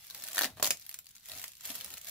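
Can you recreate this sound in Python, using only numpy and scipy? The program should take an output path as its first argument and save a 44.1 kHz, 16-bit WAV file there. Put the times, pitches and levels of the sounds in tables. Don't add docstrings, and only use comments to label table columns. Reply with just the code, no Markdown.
import sys
import numpy as np
from scipy import signal
from scipy.fft import rfft, irfft, next_fast_len
from scipy.io import wavfile
from scipy.ndimage import map_coordinates

SR = 44100
rng = np.random.default_rng(int(sys.argv[2]) if len(sys.argv) > 2 else 0)


def wav_record(signal):
    frames = np.transpose(np.atleast_2d(signal))
    bounded = np.clip(frames, -1, 1)
    quanta = np.round(bounded * 32767).astype(np.int16)
    wavfile.write(sys.argv[1], SR, quanta)


def nominal_scale(level):
    x = np.asarray(level, float) / 20
    return 10 ** x


N = 92610

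# (time [s], crinkle level [dB], box drumming over it [dB])
HAND = [(0, -50.5, -37), (.09, -51, -16.5), (.15, -49, -9), (0.301, -43.5, -10), (.5, -60, 12.5),
        (.57, -59.5, -20), (.8, -55, -26), (.9, -58.5, -11), (1.02, -66.5, -14), (1.231, -59.5, -38),
        (1.303, -42.5, -7.5), (1.45, -46.5, -13), (1.562, -63.5, -40), (1.664, -39.5, -15),
        (1.76, -44.5, -9.5), (1.951, -47, -7), (2.02, -57, -14.5), (2.09, -40, -14.5)]
SNAP_T60, SNAP_DB, RING_DB = 0.0089, -7, 4
RISE_S = .0003


def unit(x):
    return x / np.sqrt(np.mean(x ** 2) + 1e-20)


def along(points, hz):
    f, v = np.transpose(points)
    return np.interp(np.log(hz + 1), np.log(f + 1), v)


def filtered(x, response):
    m = next_fast_len(N + 8192)
    hz = np.fft.rfftfreq(m, 1 / SR)
    return irfft(rfft(x, m) * response(hz), m)[..., :N]


def peak(f, hz, width):
    return 1j * f * width / (hz * hz - f * f + 1j * f * width + 1e-9)


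def causal(points):
    def response(f):
        cepstrum = irfft(np.log(nominal_scale(along(points, f)) + 1e-6))
        place = np.arange(len(cepstrum))
        fold = np.where(place < len(cepstrum) // 2, 2., 0.) - (place == 0)
        gain = np.exp(rfft(cepstrum * fold))
        return gain / np.sqrt(np.mean(np.abs(gain) ** 2))
    return response


def hum():
    # (frequency [Hz], density [dB per Hz])
    hum_colour = [(12, -23), (20, 4), (116, 2.5), (1030, -24.5), (3840, -2.5), (8890, -18.5), (12100, -13),
                  (16000, -15)]
    noise = rng.standard_normal((2, N))
    return nominal_scale(-70) * unit(filtered(noise, lambda hz: nominal_scale(along(hum_colour, hz))))


def grip():
    # (frequency [Hz], density [dB per Hz])
    grip_colour = [(25, -6), (75, 9.5), (200, 4), (400, -45), (1200, -42)]
    # (time [s], push [dB])
    grip_push = [(0, -73.5), (.41, -75), (.46, -59), (.55, -63.5), (.62, -58), (.75, -64), (.81, -82),
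                 (1.24, -80), (1.34, -62), (1.56, -84.5), (1.72, -65), (2.1, -72.5)]
    t = np.arange(N) / SR
    uneven_db = 3 * map_coordinates(rng.standard_normal(80), [t * 30])
    lumps = nominal_scale(np.interp(t, *np.transpose(grip_push)) + uneven_db)
    noise = rng.standard_normal((2, N))
    return nominal_scale(-1) * lumps * unit(filtered(noise, lambda hz: nominal_scale(along(grip_colour, hz))))


def taps():
    # (time [s], peak level [dB], frequency [Hz])
    knocks = [
        (1.698, -48.5, 261),
    ]
    t = np.arange(N) / SR
    out = np.zeros(N)
    for s, db, hz in knocks:
        since = np.maximum(t - s, 0)
        envelope = since * hz * np.exp(1 - since * hz)
        out += nominal_scale(db) * envelope * np.sin(2 * np.pi * hz * since)
    return out


def buckles(rows, t60, ring_db, rise_s, size, kick_db=-40):
    # (frequency [Hz], density [dB per Hz])
    film_colour = [(240, -63), (400, -16.5), (687, -11), (1350, -8.5), (2550, -4), (3530, -2.5),
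                   (16000, -2)]
    # (frequency [Hz], width [Hz], level [dB])
    box_modes = [(228, 127, -8.5), (641, 172, -2.5), (1300, 2700, -12.5)]
    ring_q, box_low_hz = 5.4, 124
    ports_apart = np.array([[1], [1j]])

    s, db, hz, box_db = np.transpose(rows)
    draw = rng.standard_normal((len(s), 2, size + 1))
    noise, sign = draw[..., 1:], np.sign(draw[..., :1])
    t, f = np.arange(size) / SR, np.fft.rfftfreq(2 * size, 1 / SR)

    fade_s = t60 * np.exp(0.19 * draw[:, :1, :1])
    shape = nominal_scale(-60 * t / fade_s) * (1 - np.exp(-(t + 1 / SR) / rise_s))
    strength = np.linalg.norm(shape, axis=2, keepdims=True)

    pitch = hz[:, None]
    ring = 1 + nominal_scale(ring_db) * np.sqrt(5000 / pitch) * peak(f, pitch, pitch / ring_q)
    ring = ring[:, None]
    kick = nominal_scale(kick_db) * strength * sign * np.exp(-2j * np.pi * f * rise_s) * ports_apart
    rung = irfft(rfft(noise * shape, 2 * size) * ring + kick * (ring - 1))[..., :size]
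    rung = rung * strength / np.linalg.norm(rung, axis=2, keepdims=True)
    push = 0.22 * noise * shape + 3 * sign * np.exp(-t / .00008)

    start = np.clip(np.round(s * SR), 0, N).astype(int)
    at = (start[:, None] + np.arange(size)).ravel()

    def lay(bursts, gain):
        sized = bursts * gain[:, None, None]
        return np.array([np.bincount(at, sized[:, c].ravel(), N + size)[:N] for c in range(2)])

    def drum(f):
        panels = sum((-1) ** k * nominal_scale(d) * peak(f, c, w) for k, (c, w, d) in enumerate(box_modes))
        return ports_apart * (1j * f / (box_low_hz + 1j * f)) ** 2 * panels

    film = filtered(lay(rung, nominal_scale(db)), causal(film_colour))
    return film + filtered(lay(push, nominal_scale(db + box_db)), drum)


def grains(curve, count, spread_db, clump_db, t60):
    s, db, box_db = np.transpose(curve)
    span = s[-1] - s[0]
    u = rng.random((count, 3))
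    at = s[0] + span * u[:, 0]
    clump = map_coordinates(rng.standard_normal(200), [at * 60])
    size_db = -spread_db * np.log(u[:, 1] + .004) + clump_db * clump
    size_db = size_db - 10 * np.log10(np.mean(nominal_scale(2 * size_db)) * count / span * t60 / 14)
    pitch = 1500 * 9 ** u[:, 2]
    rows = np.transpose([at, np.interp(at, s, db) + size_db, pitch, np.interp(at, s, box_db)])
    return buckles(rows, t60, ring_db=4.5, rise_s=0.00019, size=160)


def crinkle():
    return grains(HAND, count=6000, spread_db=2.4, clump_db=1.6, t60=.0025)


def followers(snaps, count):
    follow_s, follow_db = .006, -16
    u = rng.random((len(snaps), count, 3))
    lag = -follow_s * np.log(u[..., 0] + 0.012) - 0.28 * follow_s
    weaker_db = follow_db - 8 * u[..., 1]
    rows = snaps[:, None] + np.stack([lag, weaker_db, 0 * lag, 0 * lag - 3], axis=-1)
    rows[..., 2] = np.clip(rows[..., 2] * 3 ** (2 * u[..., 2] - 1), 800, 14000)
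    return rows.reshape(-1, 4)


def small_snaps():
    # (time [s], peak level [dB], film ring [Hz])
    early = [(0.0437, -33, 12200), (0.0475, -36, 7350), (0.0677, -30, 12400), (0.0764, -35, 5050),
             (0.0817, -35, 4580), (0.0993, -25.5, 4480), (0.1071, -22.5, 4030), (0.1457, -25.5, 4100),
             (0.1475, -23, 1510), (0.1658, -40, 4040), (0.1754, -32, 12400), (0.1902, -33.0, 7800),
             (0.1987, -30, 6500), (0.2108, -37, 7500), (0.2213, -24.5, 5450), (0.2371, -21, 9800),
             (0.2417, -23, 7850), (0.2482, -28, 4415), (0.2671, -25.0, 7500), (0.2763, -23.5, 10300),
             (0.2808, -32, 7500), (0.2845, -20, 1520), (0.3004, -33, 12100), (0.3098, -31, 3600),
             (0.315, -23, 800), (0.3181, -27, 7500), (0.3306, -21.5, 7600), (0.7703, -30, 6540),
             (0.7956, -32.0, 12330), (0.8112, -36.5, 6100), (0.8178, -34.5, 4600), (0.8225, -35, 4570),
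             (0.8311, -42, 7400), (0.8512, -38.0, 4270), (0.8637, -28, 12700), (0.8764, -53, 6400),
             (0.8828, -44, 5600), (0.8866, -43, 7700), (0.8916, -21.5, 13200), (0.9122, -28, 2500),
             (0.9261, -32, 7400), (0.9413, -21.5, 7100), (0.9699, -46, 6500), (0.9879, -22.5, 14310),
             (1.0433, -41, 8300), (1.0566, -35.0, 10200), (1.0666, -31.5, 4660), (1.085, -44.0, 5100),
             (1.089, -32.5, 7560), (1.1074, -38, 7400), (1.1119, -39, 7140), (1.1507, -35, 7000),
             (1.1545, -32, 6900), (1.1638, -31, 7100), (1.1707, -41, 4360), (1.181, -38, 4300),
             (1.1967, -40, 7300), (1.2069, -42.0, 5000), (1.2304, -42, 7300), (1.2565, -30.5, 6794)]
    # (time [s], peak level [dB], film ring [Hz])
    late = [(1.286, -26.0, 13000), (1.2959, -27.0, 3600), (1.3166, -22, 4000), (1.3344, -30, 3900),
            (1.3506, -29.5, 6650), (1.3746, -26.5, 6900), (1.3835, -26.0, 6500), (1.3953, -21, 1900),
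            (1.4153, -24, 1930), (1.423, -32, 14900), (1.4284, -26.0, 7700), (1.4395, -18, 1820),
            (1.4556, -35, 7400), (1.4752, -36, 4200), (1.479, -24.5, 7550), (1.5016, -45, 5800),
            (1.518, -31, 7100), (1.5336, -34.5, 2480), (1.541, -43, 7200), (1.552, -35.5, 4250),
            (1.568, -35, 6260), (1.5795, -38, 11900), (1.5856, -43, 7100), (1.5976, -46, 1900),
            (1.6076, -29, 7160), (1.619, -41, 7500), (1.6338, -35, 12700), (1.6386, -34, 12400),
            (1.6444, -34, 7900), (1.6526, -19.5, 7200), (1.6577, -21.5, 12500), (1.6733, -27, 12100),
            (1.7021, -18.5, 3600), (1.7074, -27, 6100), (1.7442, -28, 7500), (1.7514, -18, 12300),
            (1.755, -21.5, 10400), (1.781, -33, 4600), (1.7879, -28.5, 12700), (1.802, -27.0, 3600),
            (1.8093, -21, 3300), (1.8445, -19.5, 10700), (1.8597, -27, 7200), (1.884, -34, 7504),
            (1.8894, -40, 7000), (1.9028, -23.5, 3000), (1.915, -33, 6760), (1.9274, -31, 10100),
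            (1.9384, -21, 4200), (1.9703, -25.5, 2930), (1.9748, -25.5, 2530), (1.9794, -24, 6600),
            (2.0132, -27.5, 7600), (2.0324, -37.0, 3800), (2.039, -37, 6600), (2.045, -27.5, 12600),
            (2.0541, -30.5, 4200), (2.0696, -24.5, 12900), (2.084, -27.5, 7900), (2.0934, -25, 12500)]
    lead_s, box_less_db, low_hz = .0008, -0.5, 1170
    small = np.concatenate([early, late])
    s, _, box_db = np.transpose(HAND)
    drumming = np.interp(small[:, 0], s, box_db) + box_less_db
    small = np.column_stack([small, drumming]) + [lead_s, SNAP_DB, 0, 0]
    crowd = buckles(followers(small, count=4), 0.0048, RING_DB, 0.00018, size=256)
    ticks = buckles(small, SNAP_T60, 2.5, RISE_S, size=768, kick_db=0)
    return filtered(ticks, lambda f: 1j * f / (low_hz + 1j * f)) + crowd


def rips():
    # (time [s], rip level [dB])
    pulls = [
        [(.34, -46), (.37, -38), (.42, -44), (.455, -35), (.475, -70), (.51, -51.5), (.55, -99)],
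        [(.565, -56), (.6, -56), (.622, -71), (.63, -31.5), (.675, -29.5), (.7, -55), (.716, -40), (.76, -79)],
    ]
    # (time [s], peak level [dB], film ring [Hz], box drumming over it [dB])
    rip_snaps = [(0.3468, -22, 12100, -17), (0.3526, -26, 1900, -21), (.3591, -19, 6140, -11),
                 (0.3698, -15, 1490, 0), (0.3805, -5.5, 1790, -8.5), (0.39, -4, 1740, -10.5),
                 (0.4003, -20, 2300, -22), (0.4104, -8, 1710, 0), (0.4185, -8.5, 4070, 0.5),
                 (0.4238, -14, 5800, -15), (0.4323, -14.5, 4470, -14), (0.4348, -11.5, 2070, 4),
                 (0.441, -22, 4800, -20), (0.443, -14.5, 5400, -16), (0.444, -7.5, 1960, -3),
                 (.451, -16.5, 3800, 5.5), (.457, -17, 4350, 5), (.5713, -41.5, 849, 16),
                 (0.5777, -38, 4620, 13.5), (0.5826, -41, 1100, 15), (0.598, -25, 890, 11.5),
                 (0.6023, -30.5, 860, 11), (0.626, -7.5, 1350, 5.5), (0.6279, -4.5, 7800, -4),
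                 (0.6444, -7, 4700, -27), (0.6558, -10.5, 6350, 0.5), (0.6654, -12, 6900, -13),
                 (0.6738, -13, 6560, -6), (.7063, -4, 6350, -5), (0.7071, -9.5, 2620, -9.5),
                 (0.7111, -10, 5360, -12)]
    rush = np.zeros((2, N))
    for pull in pulls:
        curve = [(s, db, -9) for s, db in pull]
        rush += grains(curve, count=500, spread_db=2.6, clump_db=1.5, t60=.003)
    big = np.array(rip_snaps) + [0, SNAP_DB, 0, 0]
    return rush + buckles(big, SNAP_T60, RING_DB, RISE_S, size=768, kick_db=5.5)


def room(x):
    # (frequency [Hz], fade by 60 dB [s])
    room_fade = [(200, 0.17), (2000, 0.14), (12000, 0.14)]
    room_db, table_db, table_t60 = -6.5, -10.5, 0.015
    delay = 60
    out, part = np.zeros((2, N + SR)), SR // 20
    for a in range(0, N, part):
        hz, t, z = signal.stft(rng.standard_normal((2, SR // 3)), SR, nperseg=256)
        fade = nominal_scale(-60 * t / along(room_fade, hz)[:, None])
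        tail = signal.istft(z * fade, SR, nperseg=256)[1]
        near_fade = nominal_scale(-60 * np.arange(tail.shape[1]) / SR / table_t60)
        near = rng.standard_normal(tail.shape) * near_fade
        walls = nominal_scale(room_db) * tail / np.linalg.norm(tail[0])
        table = nominal_scale(table_db) * near / np.linalg.norm(near[0])
        wet = signal.fftconvolve(x[:, a:a + part], walls + table, axes=1)
        out[:, a + delay:a + delay + wet.shape[1]] += wet
    return out[:, :N]


def ports(pair):
    # (frequency [Hz], likeness from -1 to 1)
    alike = [(200, .92), (1400, .78), (3000, .2), (9500, -.25)]
    # (frequency [Hz], left over right [dB])
    lean = [(100, .3), (1200, 2.5), (5000, 2), (9500, -1.2)]

    def share(hz):
        angle = np.arccos(np.clip(along(alike, hz), -1, 1)) / 2
        return np.array([np.cos(angle), np.sin(angle)])

    mid, side = filtered(pair, share)
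    left_right = np.array([mid + side, mid - side])
    return filtered(left_right, lambda hz: nominal_scale(along(lean, hz) / 2 * np.array([[1], [-1]])))


def scene():
    film = crinkle() + small_snaps() + rips() + taps()
    return ports(film + room(film) + grip() + hum())


def top_cut(x):
    return signal.sosfilt(signal.butter(12, 17000, fs=SR, output="sos"), x)


def record(dry):
    # (frequency [Hz], level [dB])
    mic_colour = [(7000, 0.5), (9000, -2), (11500, 3.5), (15600, 1.5), (16100, -32), (16800, -32)]
    top_hz = 16800
    mix = filtered(dry, lambda hz: nominal_scale(along(mic_colour, hz)) * (hz < top_hz))
    return top_cut(mix)


dry = scene()
out = record(dry)
wav_record(out)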